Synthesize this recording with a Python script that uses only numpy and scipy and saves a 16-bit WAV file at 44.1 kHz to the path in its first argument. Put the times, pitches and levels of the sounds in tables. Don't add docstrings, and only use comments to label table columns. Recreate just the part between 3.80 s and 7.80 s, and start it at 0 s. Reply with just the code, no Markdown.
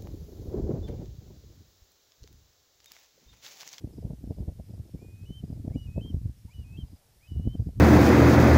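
import sys
import numpy as np
from scipy import signal
from scipy.fft import rfft, irfft
from scipy.io import wavfile
from scipy.ndimage import uniform_filter1d

SR = 44100
rng = np.random.default_rng(int(sys.argv[2]) if len(sys.argv) > 2 else 0)


def unload_audio(sound):
    columns = np.transpose(np.atleast_2d(sound))
    steps = np.round(np.clip(columns, -1, 1) * 32767)
    wavfile.write(sys.argv[1], SR, steps.astype(np.int16))


N = 176400
TIME_S = np.arange(N) / SR


def from_db(db):
    return 10 ** (np.asarray(db) / 20)

def unit_rms(x):
    return x / np.sqrt(np.mean(x ** 2) + 1e-20)

def envelope(rows):
    return from_db(np.interp(TIME_S, *np.transpose(rows)))

def gain_at(spectrum, hz):
    freq_hz, gain_db = np.transpose(spectrum)
    return from_db(np.interp(np.log(hz + 1e-9), np.log(freq_hz), gain_db))

def drift(rate_hz):
    hop, settle = 40, 2000
    pole = np.exp(-2 * np.pi * rate_hz * hop / SR)
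    noise = rng.standard_normal(N // hop + settle + 2)
    slow = signal.lfilter([1], [1, -2 * pole, pole * pole], noise)[settle:]
    return np.interp(np.arange(N) / hop, np.arange(len(slow)), unit_rms(slow))

def bandpass(x, low_hz, high_hz):
    return signal.sosfilt(signal.butter(2, [low_hz, high_hz], "band", fs=SR, output="sos"), x + 1e-18)

def lowpass(x, top_hz, order):
    return signal.sosfilt(signal.butter(order, top_hz, fs=SR, output="sos"), x)

def coloured(noise, spectrum):
    return unit_rms(irfft(rfft(noise) * gain_at(spectrum, np.fft.rfftfreq(N, 1 / SR)), N))

def add(out, start_s, sound):
    i = int(start_s * SR)
    lo, hi = max(i, 0), min(i + len(sound), N)
    if hi > lo:
        out[lo:hi] += sound[lo - i:hi - i]

def glide(length_s, from_hz, to_hz):
    progress = np.linspace(0, 1, int(length_s * SR))
    pitch_hz = from_hz + (to_hz - from_hz) * progress
    return np.sqrt(2) * np.sin(np.pi * progress) * np.sin(2 * np.pi * np.cumsum(pitch_hz) / SR)

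def meadow_scatter(x, wet_db, t60_s=0.12):
    t = TIME_S[:SR // 2]
    tail = rng.standard_normal(len(t)) * from_db(-60 * t / t60_s)
    return from_db(wet_db) * signal.fftconvolve(x, tail / np.linalg.norm(tail))[:N]


# freq_hz, relative_db
HISS_SPECTRUM = [(25, 24.5), (100, 5.5), (300, 4), (700, -16.5), (1300, 1), (2500, 1), (5000, 2.5),
                 (8000, 0.5), (12000, 0.5), (15500, -1)]

def hiss(level_db=-66.5):
    return from_db(level_db) * coloured(rng.standard_normal(N), HISS_SPECTRUM)


def insects(level_db=-85.5, flicker_db=5):
    noise = bandpass(rng.standard_normal(N), low_hz=5180, high_hz=5620)
    flicker = from_db(flicker_db * np.tanh(drift(rate_hz=17)))
    return from_db(level_db) * unit_rms(noise * flicker)


def chirps(rows, step_s, stroke_s, from_hz, to_hz):
    out = np.zeros(N)
    for start_s, level_db in rows:
        for k, detune in enumerate(1 + 0.014 * rng.standard_normal(3)):
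            stroke = glide(stroke_s, from_hz * detune, to_hz * detune)
            add(out, start_s + k * step_s, from_db(level_db) * stroke)
    return out


# start_s, level_db
LOWER_CALLER = [(.123, -76), (.495, -77), (.852, -77), (1.635, -76), (1.933, -76), (2.7, -77), (3.065, -76),
                (3.425, -78), (3.773, -77)]
HIGHER_CALLER = [(.115, -77), (.44, -78), (1.06, -78), (2.255, -78), (2.57, -80), (3.27, -80), (3.76, -80)]

def far_callers():
    lower = chirps(LOWER_CALLER, step_s=0.041, stroke_s=0.0275, from_hz=5220, to_hz=4670)
    higher = chirps(HIGHER_CALLER, step_s=0.037, stroke_s=0.024, from_hz=5650, to_hz=5230)
    return lower + higher + meadow_scatter(lower + higher, wet_db=-3)


# time_s, rumble_db, thump_db, flap_db
EDDIES = [(0.045, -34, -35, -57), (0.074, -48, -43, -61), (0.185, -42, -36, -57), (0.228, -49, -50, -57),
          (0.252, -30, -35, -54), (0.306, -39, -35, -50), (0.333, -40, -36, -56), (0.441, -38, -38, -59),
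          (0.475, -41, -39, -59), (0.508, -31, -32, -46), (0.519, -39, -41, -51), (0.585, -37, -41, -53),
          (0.606, -31, -38, -64), (0.626, -38, -45, -62), (0.683, -32, -36, -50), (0.691, -36, -41, -52),
          (0.72, -48, -49, -64), (0.798, -37, -41, -52), (0.907, -43, -44, -63), (0.938, -41, -46, -58),
          (1.0, -34, -48, -67), (1.148, -38, -34, -56), (1.226, -41, -47, -59), (1.506, -37, -36, -64),
          (1.638, -35, -32, -57), (1.702, -41, -36, -62), (1.728, -39, -41, -56), (1.775, -42, -45, -63),
          (1.798, -38, -42, -67), (1.85, -37, -35, -59), (1.879, -34, -31, -46), (1.908, -30, -43, -58),
          (1.917, -37, -44, -55), (1.958, -31, -26, -50), (2.162, -30, -43, -54), (2.179, -35, -27, -39),
          (2.217, -44, -44, -59), (2.25, -38, -39, -66), (2.304, -42, -37, -76), (2.345, -24, -30, -57),
          (2.368, -28, -43, -65), (2.458, -25, -40, -62), (2.496, -33, -46, -69), (2.653, -39, -47, -71),
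          (2.794, -35, -47, -77), (2.989, -43, -37, -70), (3.037, -33, -49, -73), (3.133, -44, -48, -75),
          (3.52, -33, -41, -77), (3.562, -25, -38, -66), (3.597, -31, -31, -58), (3.654, -33, -39, -60),
          (3.674, -26, -26, -49), (3.753, -37, -34, -53), (3.799, -23, -39, -52), (3.822, -33, -43, -63),
          (3.871, -29, -34, -64), (3.889, -37, -39, -55)]
# low_hz, high_hz, spread_s, trim_db
EDDY_BANDS = [(52, 117, 0.013, 1.5), (122.8, 271, 0.0059, -.5), (412, 679, 0.0069, 1.5)]

def buffets(raggedness=0.89, lead_cycles=0.91, energy_window_s=0.013):
    out = np.zeros(N)
    t = np.arange(-SR // 20, SR // 10) / SR
    for time_s, *levels_db in EDDIES:
        kick = rng.choice([-1, 1]) * (t == 0)
        for level_db, (low_hz, high_hz, spread_s, trim_db) in zip(levels_db, EDDY_BANDS):
            burst = rng.standard_normal(len(t)) * np.exp(-np.abs(t) / spread_s)
            pressure = kick + raggedness * burst / np.linalg.norm(burst)
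            puff = lowpass(bandpass(pressure, low_hz, high_hz), 1.2 * high_hz, order=3)
            puff *= np.sqrt(energy_window_s * SR) / np.linalg.norm(puff)
            lead_s = lead_cycles / high_hz
            add(out, time_s + t[0] - lead_s, from_db(level_db + trim_db) * puff)
    return out


# freq_hz, relative_db
RUMBLE_SPECTRUM = [(20, -13), (30, -40), (42, 0.5), (75, 1.5), (110, 3.5), (170, -7.5), (300, -21.5),
                   (500, -43), (750, -57.5), (1100, -46), (2000, -71)]
# time_s, level_db
RUMBLE_LEVEL = [(0, -52), (.45, -47.5), (.72, -49.5), (1.0, -45), (1.08, -54), (1.2, -48), (1.36, -45),
                (1.7, -44.5), (2.0, -38.5), (2.2, -39), (2.47, -41.5), (2.58, -52.5), (2.74, -53),
                (2.82, -44.5), (3.03, -40), (3.22, -71), (3.47, -58.5), (3.55, -35), (3.84, -40),
                (3.94, -50), (4.0, -25.5)]
FLUTTER_LEVEL = [(0, -62), (.3, -58), (.62, -59), (.76, -66), (.92, -58), (1.06, -60), (1.2, -55),
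                 (1.38, -62), (1.65, -59), (1.9, -57), (2.07, -63), (2.2, -57), (2.48, -62), (2.57, -78),
                 (2.8, -78), (3.0, -70), (3.2, -85), (3.48, -85), (3.62, -62), (3.9, -62), (4.0, -66)]
RUSH_LEVEL = [(0, -78), (2.6, -79.5), (2.95, -71.5), (3.3, -74.5), (3.5, -76.5), (4.0, -81)]

def wind(lump_db=4.5, flutters_per_s=130, flutter_spread_db=1.5, flutter_lump_db=7.5):
    lumps = np.tanh(drift(rate_hz=21))
    turbulence = rng.standard_normal(N) * from_db(lump_db * lumps)
    rumble = coloured(turbulence, RUMBLE_SPECTRUM) * envelope(RUMBLE_LEVEL)
    kick_db = flutter_spread_db * np.minimum(rng.exponential(1, N), 3) + flutter_lump_db * lumps
    kicks = (rng.random(N) < flutters_per_s / SR) * rng.choice([-1, 1], N) * from_db(kick_db)
    flutter = unit_rms(bandpass(kicks, low_hz=198, high_hz=418)) * envelope(FLUTTER_LEVEL)
    rush = unit_rms(bandpass(rng.standard_normal(N), low_hz=380, high_hz=880)) * envelope(RUSH_LEVEL)
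    return rumble + rush + lowpass(flutter + buffets(), top_hz=1060, order=8)


# time_s, pitch_hz, level_db
CURLEW_NOTES = [
    [(1.18, 2240, -78), (1.22, 2441, -71), (1.368, 2502, -72), (1.446, 2550, -70.5), (1.456, 2583, -69)],
    [(1.459, 2900, -64), (1.465, 2950, -66), (1.569, 3123, -57), (1.599, 3050, -58), (1.61, 2900, -70)],
    [(1.9, 1730, -70), (1.91, 1785, -75), (1.916, 1996, -80), (1.94, 2254, -68), (1.958, 2397, -66.5)],
    [(1.961, 2900, -64), (1.973, 2910, -62), (2.013, 2929, -61), (2.061, 2874, -65), (2.067, 2828, -65)],
    [(2.07, 2524, -66), (2.076, 2520, -66.5), (2.128, 2525, -69), (2.192, 2583, -64), (2.209, 2620, -63)],
    [(2.212, 3030, -57.5), (2.234, 3143, -55.5), (2.282, 3194, -56.5), (2.302, 3160, -56),
     (2.312, 2990, -62)],
    [(2.695, 2166, -73), (2.703, 2195, -73), (2.719, 2403, -66), (2.732, 2519, -67)],
    [(2.735, 3000, -66), (2.743, 2961, -65.5), (2.801, 2933, -68), (2.835, 2840, -70), (2.839, 2770, -67)],
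    [(2.842, 2507, -70), (2.848, 2493, -71.5), (2.91, 2530, -68), (2.964, 2650, -61), (2.971, 2750, -63)],
    [(2.974, 3186, -58), (2.994, 3188, -57), (3.018, 3137, -56.5), (3.03, 3000, -63)],
    [(3.385, 1706, -81), (3.417, 2248, -75), (3.433, 2445, -67), (3.463, 2583, -67), (3.472, 2582, -69)],
    [(3.475, 3001, -65), (3.491, 2973, -64), (3.607, 2890, -72), (3.743, 3119, -59.5), (3.762, 3040, -65)],
]
# harmonic_hz, gain_db
SECOND_HARMONIC = [(4000, -15), (5100, -39), (5850, -13), (6400, -29)]
THIRD_HARMONIC = [(6000, -14), (7300, -6), (7440, -19), (7650, -14), (7900, -29), (8800, -17),
                  (9300, -19.5), (9600, -31)]
NOTE_BRIGHTNESS_DB = [1, -2, -1, -2, -1, -6, -3, 1, -2, -3, -11, -10]
# start_s, length_s, from_hz, to_hz, level_db
VOICE_CATCH = [(2.674, 0.031, 843, 1022, -64.5)]

def curlew(fade_s=0.0015, waver_depth=0.0028, waver_hz=84, shimmer_db=0.34):
    time_s, note_hz, note_db = np.concatenate(CURLEW_NOTES).T
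    pitch_hz = uniform_filter1d(np.interp(TIME_S, time_s, note_hz), size=90)
    pitch_hz *= 1 + waver_depth * drift(waver_hz)
    gate = np.zeros(N)
    for note in CURLEW_NOTES:
        inside_s = np.minimum(TIME_S - note[0][0], note[-1][0] - TIME_S)
        gate += np.clip(inside_s / fade_s + 1, 0, 1)
    level_db = np.interp(TIME_S, time_s, note_db) + shimmer_db * drift(waver_hz)
    amplitude = np.sqrt(2) * np.minimum(gate, 1) * from_db(level_db)
    brightness = envelope([(point[0], db) for note, db in zip(CURLEW_NOTES, NOTE_BRIGHTNESS_DB)
                           for point in note])
    phase = 2 * np.pi * np.cumsum(pitch_hz) / SR
    second = gain_at(SECOND_HARMONIC, 2 * pitch_hz) * np.sin(2 * phase)
    third = gain_at(THIRD_HARMONIC, 3 * pitch_hz) * np.sin(3 * phase)
    out = amplitude * (np.sin(phase) + brightness * (second + third))
    for start_s, length_s, from_hz, to_hz, catch_db in VOICE_CATCH:
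        add(out, start_s, from_db(catch_db) * glide(length_s, from_hz, to_hz))
    return out


def scene():
    bird = curlew()
    return (bird + meadow_scatter(bird, wet_db=-17) + wind() + far_callers() + insects() + hiss())[None]

def record(dry):
    fade_s, cutoff_hz = 0.004, 15350
    fade = np.clip(np.minimum(TIME_S, TIME_S[-1] - TIME_S) / fade_s, 0, 1)
    return signal.sosfilt(signal.ellip(12, 0.1, 80, cutoff_hz, fs=SR, output="sos"), dry * fade)


dry = scene()
out = record(dry)
unload_audio(out)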